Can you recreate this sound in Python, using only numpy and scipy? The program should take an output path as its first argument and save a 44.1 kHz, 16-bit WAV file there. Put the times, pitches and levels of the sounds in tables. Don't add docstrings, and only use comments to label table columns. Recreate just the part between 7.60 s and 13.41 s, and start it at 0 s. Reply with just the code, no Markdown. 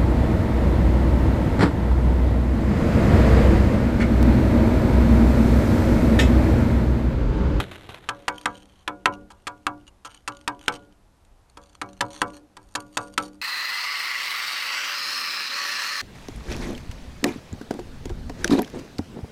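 import sys
import numpy as np
from scipy import signal
from scipy.fft import rfft, irfft, next_fast_len
from scipy.io import wavfile
from scipy.ndimage import map_coordinates

SR = 44100
rng = np.random.default_rng(int(sys.argv[2]) if len(sys.argv) > 2 else 0)


def unload_wav(signal):
    wavfile.write(
        sys.argv[1],
        SR,
        np.round(np.clip(np.atleast_2d(signal).T, -1, 1) * 32767).astype(np.int16),
    )


N = 256441

# (time [s], force [dB], thrust pitch [Hz], favoured ring pitch [Hz], crushing time [s])
HAMMER_BLOWS = [(0.4889, -2, 1780, 1140, 0.0073), (0.681, 1, 1440, 1020, 0.0067),
                (0.8567, 1.95, 1900, 1120, 0.0045), (1.2772, -3, 1650, 990, 0.0046),
                (1.4575, 6, 1633, 972, 0.0036), (1.703, -26.5, 1760, 1010, 0.019),
                (1.8692, -6.5, 1800, 1250, 0.012), (2.067, 0.5, 1670, 1084, 0.0023),
                (2.448, -19, 1610, 1300, 0.0093), (2.677, -7, 1860, 1190, 0.0093),
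                (2.877, -1.5, 1400, 990, 0.0042), (3.081, 3, 1550, 1265, 0.0024),
                (3.971, -24, 1300, 1020, 0.008), (4.2151, -8, 1370, 1150, 0.0052),
                (4.4075, 0, 1750, 940, 0.0086), (4.6168, 1.5, 1590, 1115, 0.0032),
                (4.968, -24.5, 1460, 980, 0.0069), (5.152, -4.5, 1690, 1150, 0.0087),
                (5.371, -1.5, 1390, 1070, 0.0061), (5.5777, -0.5, 2080, 1280, 0.0051)]
# (nominal frequency [Hz], width [Hz], nominal level [dB])
CHISEL_MODES = [(1173, 500, -2), (2890, 650, -2), (3440, 210, 0), (3870, 240, -3.5), (4580, 244, -1.5),
                (5570, 830, -4.5), (6250, 900, -1.5), (6880, 120, 3.5), (8555, 180, 2.5),
                (11440, 1200, -12.5)]
# (frequency [Hz], relative level [dB])
THUD_SPECTRUM = [(30, -10), (60, -11), (88, 5.5), (130, -4.5), (190, -5), (235, -9), (310, -4), (480, -9.5),
                 (900, -26), (2000, -70.5)]
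# (frequency [Hz], relative level [dB])
CRUMB_SPECTRUM = [(290, -12), (500, 0.5), (1000, -0.5), (1400, -0.5), (2400, -3.5), (3800, -4.5),
                  (4800, -19.5), (8500, -21.5), (12500, -21.5)]


def amp(db):
    return 10 ** (np.asarray(db) / 20)


def unit(x):
    return x / np.sqrt(np.mean(x ** 2) + 1e-20)


def along(points, hz):
    f, v = np.transpose(points)
    return np.interp(np.log(hz + 1), np.log(f), v)


def clock(length):
    return np.arange(int(length * SR)) / SR


def add(track, s, sound):
    part = track[max(round(s * SR), 0):][:len(sound)]
    part += sound[:len(part)]


def filtered(x, response):
    m = next_fast_len(len(x) + SR // 10)
    return irfft(rfft(x, m) * response(np.fft.rfftfreq(m, 1 / SR)), m)[:len(x)]


def coloured(x, spectrum):
    return unit(filtered(x, lambda hz: amp(along(spectrum, hz))))


def resonance(f, hz, width):
    return 1j * f * width / (hz * hz - f * f + 1j * f * width)


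def grains(size, rate, spread_db):
    happens = rng.random(size) < rate / SR
    sign = rng.choice([-1, 1], size)
    return happens * sign * amp(spread_db * np.clip(rng.standard_normal(size), -2, 2))


def burst(spectrum, envelope):
    fractures = coloured(grains(len(envelope), rate=9000, spread_db=5.5), spectrum)
    return unit(fractures * envelope) * np.sqrt(np.mean(envelope ** 2))


def air(swell_db=2):
    # (frequency [Hz], relative level [dB])
    air_spectrum = [(12, -30.5), (20, -13.5), (67, -13.5), (147, -28), (455, -33.5), (596, -33),
                    (823, -32.5), (1110, -36.5), (1950, -44), (2350, -45), (12500, -53.5), (16200, -89),
                    (22000, -120)]
    noise = amp(-57) * coloured(rng.standard_normal(N), air_spectrum)
    rumble = filtered(noise, lambda hz: 1 / (1 + (hz / 150) ** 4))
    swell = map_coordinates(rng.standard_normal(N // 8000 + 4), [np.arange(N) / 8000])
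    return noise + rumble * (amp(swell_db * swell) - 1)


def landing(ground_hz=87, ground_db=-17, ground_t60=0.65, shatter_t60=0.059):
    thud_db, thud_t60 = -4.5, 0.15
    t = clock(0.54)
    thump = np.sin(2 * np.pi * ground_hz * t) * amp(ground_db - 60 * t / ground_t60)
    thud = coloured(rng.standard_normal(len(t)), THUD_SPECTRUM) * amp(thud_db - 60 * t / thud_t60)
    return thump + thud + burst(CRUMB_SPECTRUM, amp(-60 * t / shatter_t60))


def rubble():
    # (time [s], impact gain [dB], crumb level [dB], time crumbs keep coming [s])
    lumps = [(0.001, -19, -42, 0.018), (0.113, -37, -43, 0.029), (0.291, -35, -45.5, .06)]
    crumbs_t60 = 0.23
    trickle_db, fade_db_per_s = -46, 21.5
    settle_db = 0
    out, t = np.zeros(N), np.arange(N) / SR
    trickle = amp(trickle_db - fade_db_per_s * t)
    flow = trickle ** 2
    for s, impact_db, crumbs_db, hold in lumps:
        add(out, s, amp(impact_db) * landing())
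        shower = amp(crumbs_db - 60 * np.maximum(t - hold, 0) / crumbs_t60)
        add(flow, s, shower ** 2)
    cluster_decay = amp(-60 * clock(.02) / 0.0061)
    clusters = signal.fftconvolve(grains(N, rate=150, spread_db=2.5) ** 2, cluster_decay)[:N]
    patter = grains(N, rate=1700, spread_db=2.5) * np.sqrt(np.abs(clusters) + 0.13)
    settling = amp(settle_db) * trickle * coloured(rng.standard_normal(N), THUD_SPECTRUM)
    return out + np.sqrt(flow) * coloured(patter, CRUMB_SPECTRUM) + settling


def surroundings(x, count=20):
    # (frequency [Hz], t60 [s])
    reflection_decay = [(100, .35), (300, 0.78), (1000, 0.047), (2000, 0.092), (4000, 0.051),
                        (12000, 0.045)]
    out = np.zeros(N)
    for piece in np.array_split(np.arange(N), count):
        hz, t, z = signal.stft(rng.standard_normal(SR // 2), SR, nperseg=256)
        fading = amp(-60 * t / along(reflection_decay, hz)[:, None])
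        tail = signal.istft(z * fading, SR, nperseg=256)[1]
        reflected = signal.fftconvolve(x[piece], tail / np.linalg.norm(tail))
        add(out, piece[0] / SR + .005, reflected)
    return out


def setting(s):
    # (start time [s], knock offset [dB], grit offset [dB], relative skitter level [dB],
    #  treble lift of the edge [dB], squeak pitch [Hz], squeak strength [dB])
    settings = [(0, -1.5, -2, -63.5, -4, 3110, 10), (1.25, 1, -3, -73.5, -9, 2835, 10),
                (1.65, -2.5, -0.5, -68.5, -4.5, 2860, 9.5), (2.4, -1.5, 3, -63.5, -5, 3030, 6.5),
                (3.8, 4.5, 2.5, -58, -3, 4245, 6.5), (4.9, 1.5, 5.5, -60.5, 3, 4550, 3)]
    return settings[sum(row[0] <= s for row in settings[1:])][1:]


def thrust(t, hz, t60=0.007, rebound=0.0029, rebound_db=-7):
    push = lambda u: np.sin(2 * np.pi * hz * u) * amp(-60 * u / t60)
    delay = rebound * rng.uniform(0.93, 1.6)
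    return -push(t) - amp(rebound_db) * push(np.maximum(t - delay, 0))


def shank(t, t60=0.024):
    hz = np.array([mode[0] for mode in CHISEL_MODES[4:-1]])[:, None] * rng.uniform(1.0, 1.04)
    tones = np.sin(2 * np.pi * hz * t) * rng.random(hz.shape)
    return np.sum(tones, axis=0) * amp(-60 * t / t60)


def figure(knock_db, ring_db, centre_hz, focus_db=6, scatter_db=2.5, rise=0.00095, split_hz=6, twin_db=-6):
    # (frequency [Hz], relative level [dB], t60 [s])
    stone_modes = [(112.8, -20, 0.56), (194, -20.5, 0.96), (236, -19.5, 0.5), (299.04, -6, 0.38),
                   (382.9, -13.5, 0.19), (448.2, -12, 0.19), (491.7, -11.5, .24), (566, -12.5, 0.46),
                   (670, -20.5, .19), (715.5, -7.5, 0.32), (814, -2.5, 0.12), (847, -10.5, 0.032),
                   (904.5, -3, 0.15), (976.5, -3.5, 0.24), (1018.7, 0.5, 0.14), (1108, -15.5, .14),
                   (1154, -7, .23), (1196.4, -2, .12), (1317.7, 4.5, 0.12), (1430, -9, 0.34),
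                   (1463, -12.5, 0.085), (1535, -4, 0.12), (1663, -17.5, 0.2), (1622, -1, 0.13),
                   (1680, -13.5, 0.02), (1963, -16.5, .09), (2240, -8, 0.13)]
    t = clock(.7)
    hz, db, t60 = np.transpose(stone_modes)[:, :, None]
    favour = focus_db * np.exp(-(np.log(hz / centre_hz) / 0.18) ** 2)
    chance = scatter_db * np.minimum(hz / 800, 1) * rng.standard_normal(hz.shape)
    db = db + np.interp(hz, [570, 800], [knock_db + 7.0, ring_db - 6.5]) + favour + chance
    phase = 2 * np.pi * rng.random(hz.shape)
    twin_hz = hz + split_hz * rng.standard_normal(hz.shape)
    pair = np.sin(2 * np.pi * hz * t + phase) + amp(twin_db) * np.cos(2 * np.pi * twin_hz * t + phase)
    decay = np.exp(-np.log(1000) * t / t60) * (1 - np.exp(-t / rise))
    return np.sum(amp(db) * decay * pair, axis=0)


def crowd(low_hz=740, high_hz=2550, life=115, count=48):
    t = clock(0.48)
    hz = low_hz * (high_hz / low_hz) ** rng.random((count, 1))
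    phase = 2 * np.pi * rng.random((count, 1))
    size = np.minimum(1400 / hz, 1) ** 2
    modes = size * amp(-60 * t * hz / life) * np.sin(2 * np.pi * hz * t + phase)
    return np.sum(modes, axis=0) * np.minimum(t / .002, 1) / np.sqrt(count)


def boom(start_hz=190, end_hz=85, droop=0.026, swell=.016):
    t = clock(.2)
    hz = end_hz + (start_hz - end_hz) * np.exp(-t / droop)
    u = t / (2 * swell)
    return np.sin(2 * np.pi * np.cumsum(hz) / SR) * u ** 2 * np.exp(1 - u ** 2)


def blows():
    # (frequency [Hz], relative level [dB])
    crack_spectrum = [(100, -16.5), (300, -9.5), (700, -11), (1200, -4), (1700, 1.5), (2100, -4.5),
                      (2700, -2.5), (3400, -5), (4200, -18), (6000, -44.5)]
    # (frequency [Hz], relative level [dB])
    grit_spectrum = [(1500, -17), (3000, 5), (4400, 2.5), (5800, -0.5), (7100, 1), (7800, -2), (8700, -1.5),
                     (9900, -9.5), (12300, -13)]
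    # (base level at force 0 dB [dB], slope [dB per dB of force])
    crack_law = (-17.5, 1.135)
    grit_law = (-21.5, 0.98)
    ring_law = (-25.5, 0.83)
    knock_law = (-36.5, .75)
    usual_crush_s, cushion_db = 0.0044, 2
    boom_db = -7
    out, t = np.zeros(N), clock(.15)
    for s, force_db, thrust_hz, centre_hz, crush in HAMMER_BLOWS:
        laws = (crack_law, grit_law, ring_law, knock_law)
        crack_db, grit_db, ring_db, knock_db = (db + slope * force_db for db, slope in laws)
        spot_knock_db, spot_grit_db = setting(s)[:2]
        crack_db -= cushion_db * np.log2(crush / usual_crush_s)
        grit_db += spot_grit_db
        knock_db += spot_knock_db
        cracking = amp(-60 * np.maximum(t - crush / 2, 0) / 0.022)
        crumbling = amp(-60 * np.maximum(t - crush, 0) / 0.0088)
        add(out, s, amp(crack_db + 5.5) * thrust(t, thrust_hz))
        add(out, s, amp(crack_db - 1.74) * burst(crack_spectrum, cracking))
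        add(out, s, amp(grit_db - 5.5) * burst(grit_spectrum, crumbling))
        add(out, s, amp(grit_db - 18) * shank(t))
        add(out, s, figure(knock_db, ring_db, centre_hz))
        add(out, s, amp(ring_db + 3.0) * crowd())
        add(out, s, amp(knock_db + boom_db) * boom())
    return out


def chisel(force, lift_db, squeak_hz, squeak_db, grip=0.017, angle_db=2):
    chance = rng.standard_normal((len(CHISEL_MODES), 2))
    modes = [(hz * np.exp(grip * a), width, db + angle_db * b)
             for (hz, width, db), (a, b) in zip(CHISEL_MODES, chance)]
    steel = lambda f: sum((-1) ** k * amp(db) * resonance(f, hz, width)
                          for k, (hz, width, db) in enumerate(modes))
    squeak = lambda f: 1 + amp(squeak_db) * resonance(f, squeak_hz, 140)
    lift = lambda f: amp(lift_db * np.interp(f, [3500, 8000], [-.5, .5]))
    return filtered(np.pad(force, (0, SR // 40)), lambda f: steel(f) * squeak(f) * lift(f))


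def slip(t60=0.013):
    t = clock(.03)
    force = rng.standard_normal(len(t)) * amp(-60 * t / t60)
    force[0] += 6
    return force


def stroke(start, length, slip_hz, drag_db, spread_db):
    stone_db = -7.5
    force = amp(drag_db) * rng.standard_normal(len(clock(max(length, .02))))
    gaps = rng.gamma(2, .5 / slip_hz, size=50)
    for s in np.cumsum(np.append(0, gaps)):
        add(force, s, amp(spread_db * rng.standard_normal()) * slip())
    steel = unit(chisel(force, *setting(start)[3:]))
    sound = signal.fftconvolve(force, crowd())
    sound *= amp(stone_db) * np.linalg.norm(steel) / np.linalg.norm(sound)
    add(sound, 0, steel)
    return sound


def scraping():
    # (time [s], length [s], relative level [dB])
    scrapes = [(0.744, 0.1, -52), (0.869, 0.17, -51), (1.081, .158, -60), (1.525, 0.03, -51.5),
               (2.268, .023, -52.5), (2.455, 0.023, -43), (2.495, 0.082, -52), (3.011, 0.077, -50.5),
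               (3.123, .05, -41), (4.505, 0.11, -43), (4.735, 0.049, -49), (5.338, 0.04, -53.5),
               (5.405, 0.084, -49.5), (5.601, 0.088, -44.5)]
    # (time [s], relative peak [dB])
    catches = [(0.7813, -23), (0.8128, -27), (0.976, -35.5), (1.056, -38.5), (1.5377, -30), (2.2778, -32.5),
               (2.518, -33), (2.5461, -28.5), (2.722, -33), (2.7492, -36), (2.769, -31), (2.812, -35.5),
               (2.993, -33), (3.0123, -33), (3.0611, -32), (3.3243, -45), (3.6498, -44), (3.8984, -39.5),
               (4.152, -30), (4.331, -34.5), (4.7026, -32.5), (5.2037, -25.5), (5.539, -31.5),
               (5.6256, -25)]
    rebound_s, skitter_s = .045, .135
    out = np.zeros(N)
    for s, *_ in HAMMER_BLOWS:
        skitter = stroke(s, skitter_s, slip_hz=87, drag_db=-18.5, spread_db=4.5)
        add(out, s + rebound_s, amp(setting(s)[2] - 6.0) * skitter)
    for s, length, db in scrapes:
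        add(out, s, amp(db - 6.0) * stroke(s, length, slip_hz=150, drag_db=-13.5, spread_db=3.5))
    for s, db in catches:
        tick = chisel(slip(), *setting(s)[3:])
        add(out, s, amp(db - 6) * tick / np.abs(tick).max())
    return out


def scene():
    work = rubble() + blows() + scraping()
    return (work + amp(-16.0) * surroundings(work) + air())[None]


def record(dry):
    top_hz = 12400
    return filtered(dry[0], lambda hz: 1 / np.sqrt(1 + (hz / top_hz) ** 140))[None]


dry = scene()
out = record(dry)
unload_wav(out)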